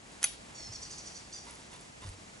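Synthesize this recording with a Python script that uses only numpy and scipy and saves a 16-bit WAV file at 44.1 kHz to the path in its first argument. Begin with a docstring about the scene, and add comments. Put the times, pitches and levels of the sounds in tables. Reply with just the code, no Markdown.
"""On a quiet pond below a wooded bank, an angler casts with a baitcasting reel. After a soft rustle
and a creak, the clutch snaps into free spool, its impacts exciting the modes of the metal parts.
The spool sings in surges as line pays out, a harmonic series gliding through fixed resonances.
The handle turns with gear friction and light ticks; a low flutter, perhaps a motor or water on the
hull, sounds near the end. Water and leaves wash, the breeze puffs, and the bank gives a soft echo."""
import sys
import numpy as np
from scipy import signal
from scipy.fft import rfft, irfft
from scipy.io import wavfile

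SR = 44100
rng = np.random.default_rng(int(sys.argv[2]) if len(sys.argv) > 2 else 0)


def store_wav(level_fs):
    """Save 16-bit WAV to argv[1]."""
    pcm = np.round(np.clip(np.atleast_2d(level_fs), -1, 1) * 32767)
    wavfile.write(sys.argv[1], SR, pcm.T.astype(np.int16))


N = 105840
TIME, BIN_HZ = np.arange(N) / SR, np.fft.rfftfreq(N, 1 / SR)


def amp(db):
    """Decibels to amplitude ratio."""
    return 10 ** (np.asarray(db) / 20)


def unit(x):
    """Normalisation to rms 1."""
    return x / np.sqrt(np.mean(x ** 2) + 1e-20)


def read(points, hz):
    """Interpolation on a log-frequency axis."""
    f, value = np.transpose(points)
    return np.interp(np.log(hz + 1), np.log(f + 1), value)


def level(points):
    """Gain envelope through rows of time_s, level_db."""
    return amp(np.interp(TIME, *np.transpose(points)))


def colour(x, points):
    """Spectral shaping by rows of frequency_hz, gain_db; the result has rms 1."""
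    return unit(irfft(rfft(x) * amp(read(points, np.fft.rfftfreq(len(x), 1 / SR))), len(x)))


def wander(hz):
    """Random modulation: low-passed noise at rms 1."""
    return unit(irfft(rfft(rng.standard_normal(N)) * np.exp(-(BIN_HZ / hz) ** 2), N))


def swell(middle_s, sigma_s):
    """Gaussian envelope."""
    return np.exp(-.5 * ((TIME - middle_s) / sigma_s) ** 2)


def add(mix, start_s, sound):
    """Superposition of a sound on the mix."""
    part = mix[round(start_s * SR):][:len(sound)]
    part += sound[:len(part)]


def diffuse(mid, other, lean=0.3):
    """Diffuse field: an independent signal in the side channel makes left and right partly coherent."""
    # frequency_hz, side_gain_db
    width = [(60, -12), (110, -9), (190, -8.5), (350, -1), (620, 2), (1120, 4), (2010, 3), (3620, -1),
             (6490, -4.5), (11700, -6.5)]
    side_spectrum = 1j * lean * rfft(mid) + np.sqrt(1 - lean ** 2) * rfft(other)
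    side = irfft(side_spectrum * amp(read(width, BIN_HZ)), N)
    return np.array([mid + side, mid - side])


def water_and_leaves():
    """Many incoherent sources sum to a steady, slightly wavering wash of noise."""
    # frequency_hz, gain_db
    spectrum = [(15, -60), (25, -11), (50, -1.5), (80, -3.5), (130, -2), (218, -2), (412, -8), (759, -9.5),
                (1510, -15), (2000, -13.5), (3800, -17), (6300, -17.5), (7500, -15), (8970, -22.5),
                (10200, -21.5), (11000, -25.5)]
    # time_s, gain_db
    drift = [(0, -1), (.15, 0.5), (.4, 0.5), (.9, 1), (1.25, 0.5), (1.8, -0.5), (2.4, -0.5)]
    waver_db = 0.99
    mid, other = (colour(rng.standard_normal(N), spectrum) * amp(waver_db * wander(27)) for _ in range(2))
    return amp(-54) * level(drift) * diffuse(mid, other)


def reel_friction(grains_per_s=5000, spread_db=2):
    """Friction as dense random impulses, partly ringing the housing: a soft rustle of the hand on the
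    reel and a creak before the snap, then gear rub at each handle stroke."""
    # middle_s, sigma_s, level_db, housing_share
    rubs = [(0.158, 0.053, -58, 0), (.225, 0.0052, -45.5, 0.3), (1.485, 0.016, -47.5, 0.48),
            (1.583, 0.058, -57.5, 0.24), (1.744, .019, -50.5, 0.48), (1.837, 0.028, -58, 0.23),
            (2.037, 0.014, -49.5, 0.6), (2.071, 0.018, -52, 0)]
    # frequency_hz, gain_db
    spectrum = [(200, -15), (450, 4), (750, 1.5), (1250, 6), (1700, 4.5), (2700, -2), (5000, 2.5),
                (9300, -3), (10400, -6), (11000, -4.5)]
    # mode_hz, bandwidth_hz, gain_db
    housing = [(965, 90, 0), (2050, 140, -8), (2750, 200, -14), (3600, 250, -15)]
    grains = rng.standard_normal(N) * amp(spread_db * np.minimum(rng.exponential(1, N), 4))
    grains *= rng.random(N) < grains_per_s / SR
    rub = colour(grains, spectrum)
    hollow = unit(sum(amp(db) * signal.lfilter(*signal.iirpeak(hz, hz / width, SR), grains)
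                      for hz, width, db in housing))
    return sum(amp(db) * swell(middle, sigma) * unit(share * hollow + (1 - share) * rub)
               for middle, sigma, db, share in rubs)


def impacts(contacts, low_db=0, top_db=0, decay_scale=1):
    """Impact excitation: each contact knocks the frame and rings the damped modes of the metal parts."""
    # mode_hz, gain_db, t60_s
    modes = [(616, -32, 0.043), (800, -27, 0.045), (1406, -17, 0.033), (2040, -18, 0.033),
             (2450, -16, 0.027), (3330, -16, 0.017), (4530, -11, 0.013), (6120, -5, 0.018),
             (6360, -14, 0.0094), (8930, -12, .022), (8900, -18, .02), (10200, -2, 0.038),
             (10480, -2, .031), (10670, -18, 0.016)]
    # frequency_hz, gain_db
    frame = [(100, -67), (600, -15), (1300, -5.5), (2300, 3.5), (3500, 4.5), (5000, 0.5), (6500, 5.5),
             (8000, 4), (11000, 2)]
    attack_s, knock_s, top_from_hz = 0.00029, .0014, 9600
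    out, t = np.zeros(N), np.arange(SR // 10) / SR
    for start_s, db, knock_db in contacts:
        ring = np.zeros(len(t))
        for hz, mode_db, t60 in modes:
            gain = amp(mode_db + (low_db if hz < top_from_hz else top_db))
            decay = 1000. ** (-t / (t60 * decay_scale))
            ring += gain * decay * np.sin(2 * np.pi * (hz * t + rng.random()))
        knock = colour(rng.standard_normal(len(t)), frame) * np.exp(-t / knock_s)
        attack = 1 - np.exp(-t / attack_s)
        add(out, start_s, amp(db) * attack * (amp(-18) * ring + amp(knock_db - 12.5) * knock))
    return out


def clutch_snap():
    """Impact and rebound: a latch tick, the main blow and its bounces, as heard near and at the bank."""
    # start_s, level_db, knock_gain_db
    contacts = [(.2293, -13, 8.5), (.2307, -24, -6), (.2346, -14, -2), (.2399, -13.5, 4), (.2411, -0.5, -1),
                (.2422, -0.5, -0.5), (.2448, 0, -10), (.2519, -7, -22)]
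    snap = impacts(contacts)
    far_snap = impacts(contacts, low_db=-22, top_db=-4.5, decay_scale=0.92)  # the knock carries best
    return snap, far_snap


def spool():
    """Forced rotation: each pull of the line spins the spool up; its harmonics rise, then sag, over hiss."""
    # start_s, fastest_s, end_s, top_hz, end_hz, sag_exponent, level_db, jitter_fraction,
    # low_harmonics_db, sag_change_db
    surges = [(0.544, 0.557, 0.68, 1164, 1060, 0.57, -47, 0.0057, -1.5, 0),
              (0.715, 0.733, .772, 1204, 1060, 1.03, -44, .012, 0.5, 0),
              (0.811, 0.829, .862, 1210, 1058, 1.26, -43.5, .014, -1.5, -1.5),
              (0.898, 0.915, .946, 1251, 1050, 1.25, -44, 0.023, -1.5, -1.5),
              (.973, 0.988, 1.007, 1234, 1045, 1.3, -44, 0.027, -2.5, -3),
              (1.052, 1.071, 1.094, 1215, 1065, 1.35, -45.5, 0.024, -2, -5),
              (1.14, 1.165, 1.185, 1184, 1068, 1.37, -48.5, 0.027, 0, 2),
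              (1.319, 1.341, 1.396, 1233, 1118, 1.176, -44, .008, 3.5, -5)]
    # harmonic_number, gain_db
    harmonics = [(3, -19.5), (4, -3.5), (5, -3.5), (6, -6.5), (7, -14), (8, -28)]
    # frequency_hz, gain_db
    hiss_spectrum = [(2000, -12.5), (3800, -11.5), (4700, 2.5), (5300, -2), (6000, -2), (7200, -2.5),
                     (8500, -9), (11000, -16.5)]
    # time_s, level_db
    hiss_level = [(.53, -80), (.62, -62), (.76, -59.5), (.95, -53.5), (1.2, -57), (1.3, -62), (1.4, -58),
                  (1.52, -61), (1.65, -64)]
    start_hz, attack_s, release_s, rasp_db = 1038.5, 0.011, 0.0086, -16
    tone, effort = np.zeros(N), np.zeros(N)
    jitter = wander(490)
    flickers = [1 + 0.43 * wander(130) for _ in harmonics]
    for start, fastest, end, top_hz, end_hz, curve, db, rough, low_db, fade_db in surges:
        at = (TIME > start) & (TIME < end + 5 * release_s)
        t = TIME[at]
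        rise = np.sin(np.pi / 2 * np.clip((t - start) / (fastest - start), 0, 1)) ** 2
        sag = np.clip((t - fastest) / (end - fastest), 0, 1)
        hz = start_hz + (top_hz - start_hz) * rise + (end_hz - top_hz) * sag ** curve
        phase = 2 * np.pi * np.cumsum(hz * (1 + rough * jitter[at])) / SR
        attack = np.minimum((t - start) / attack_s, 1) ** 1.1
        release = np.exp(-np.maximum(t - end + release_s, 0) / release_s)
        envelope = amp(db + fade_db * sag) * attack * release
        effort[at] += envelope
        for (k, k_db), flicker in zip(harmonics, flickers):
            tone[at] += envelope * flicker[at] * amp(k_db + low_db * (k <= 4)) * np.sin(k * phase)
    hiss = colour(rng.standard_normal(N), hiss_spectrum) * (amp(rasp_db) * effort + level(hiss_level))
    return reel_body(tone + hiss)


def reel_body(x):
    """Resonances and antiresonances in series lift or cut each harmonic that sweeps through them."""
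    # centre_hz, bandwidth_hz, gain_db
    peaks = [(4300, 73, 0.5), (4630, 150, -4.5), (4850, 83, 1), (5150, 210, -8.5), (5480, 300, 4.5),
             (5780, 130, -4), (6010, 130, 7.5), (6140, 220, -4), (6280, 51, 9), (6950, 190, 0.5),
             (7500, 260, -8)]
    for hz, width, db in peaks:
        a, g = np.pi * width / SR, amp(db / 2)
        tuning = -2 * np.cos(2 * np.pi * hz / SR)
        x = signal.lfilter([1 + a * g, tuning, 1 - a * g], [1 + a / g, tuning, 1 - a / g], x)
    return x


def breeze():
    """Turbulence at the microphone: puffs of low narrow-band noise."""
    # middle_s, sigma_s, level_db, centre_hz
    puffs = [(0.693, 0.016, -49.5, 105), (0.768, 0.074, -56, 62), (2.08, 0.032, -49, 54.2)]
    return sum(amp(db) * swell(middle, sigma) * wander(30) * np.sqrt(2) * np.sin(2 * np.pi * hz * TIME)
               for middle, sigma, db, hz in puffs)


def gear_ticks():
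    """Light impacts of the gears ring mainly the top modes, which decay quickly."""
    # start_s, level_db, knock_gain_db
    contacts = [(.897, -38, 13), (1.41, -53, 6), (1.452, -36, -8), (1.495, -35, 5), (1.509, -27.5, 1),
                (1.538, -38, 6), (1.552, -29, -4), (1.718, -38, 6), (1.738, -34, -7), (1.762, -34, -4),
                (1.809, -30.5, -10), (1.881, -44, 5), (2.02, -40, 8), (2.071, -41, 10), (2.09, -34, 10),
                (2.098, -37, 8)]
    return impacts(contacts, low_db=-18, decay_scale=0.81)


def low_flutter(start_s=2.005, pulses_per_s=47, thud_hz=94.6, thud_s=0.0076):
    """A periodic pulse train drives a damped low resonance: perhaps a motor or water on the hull."""
    # time_s, level_db
    pulse_level = [(2.0, -71), (2.05, -37), (2.09, -45.5), (2.118, -54), (2.22, -60.5), (2.3, -64),
                   (2.4, -78)]
    t = np.arange(SR // 10) / SR
    pulses = np.diff(np.floor((TIME - start_s) * pulses_per_s), prepend=0) > 0
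    thud = np.sin(2 * np.pi * thud_hz * t) * t / thud_s * np.exp(1 - t / thud_s)
    return signal.fftconvolve(pulses * level(pulse_level), thud)[:N]


def direct_path(x):
    """Phase and level differences place the reel: the left channel leads and is slightly weaker."""
    # frequency_hz, left_lead_rad
    lead = [(20, 0), (450, 0), (1100, 1.55), (2500, 0.95), (3900, 1.4), (5600, 0.49), (7500, 0.72),
            (11000, 0.28)]
    left = np.exp(.5j * read(lead, BIN_HZ)) * amp(-0.9)
    return irfft(rfft(x) * np.array([left, 1 / left]), N)


def bank_echo(x, delay_s=.012):
    """Scattering from boat, water and trees: a delayed noise tail, each band decaying at its own rate."""
    # frequency_hz, t60_s
    decay = [(300, 0.35), (1300, 0.19), (3500, 0.37), (4800, 0.5), (6000, 0.36), (10000, 0.26)]
    hz, t, bands = signal.stft(rng.standard_normal((2, SR // 2)), SR, nperseg=256)
    tail = signal.istft(bands * 1000. 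** (-t / read(decay, hz)[:, None]), SR, nperseg=256)[1]
    tail = np.pad(tail / np.linalg.norm(tail[0]), ((0, 0), (round(delay_s * SR), 0)))
    return diffuse(*signal.fftconvolve(x[None], tail, axes=1)[:, :N])


def scene():
    """Superposition of the reel's direct sound, its echo and the outdoor background."""
    snap, far_snap = clutch_snap()
    whir = spool()
    handling = reel_friction() + gear_ticks()
    echo = bank_echo(amp(-12.5) * far_snap + amp(-7.5) * whir + amp(-10.5) * handling)
    return direct_path(snap + whir + handling) + echo + low_flutter() + breeze() + water_and_leaves()


def record(dry):
    """Band limiting by a steep linear-phase low-pass filter."""
    cutoff_hz = 11080
    lowpass = signal.firwin(1023, cutoff_hz, window=("kaiser", 8), fs=SR)
    return signal.oaconvolve(dry, lowpass[None], "same")


dry = scene()
out = record(dry)
store_wav(out)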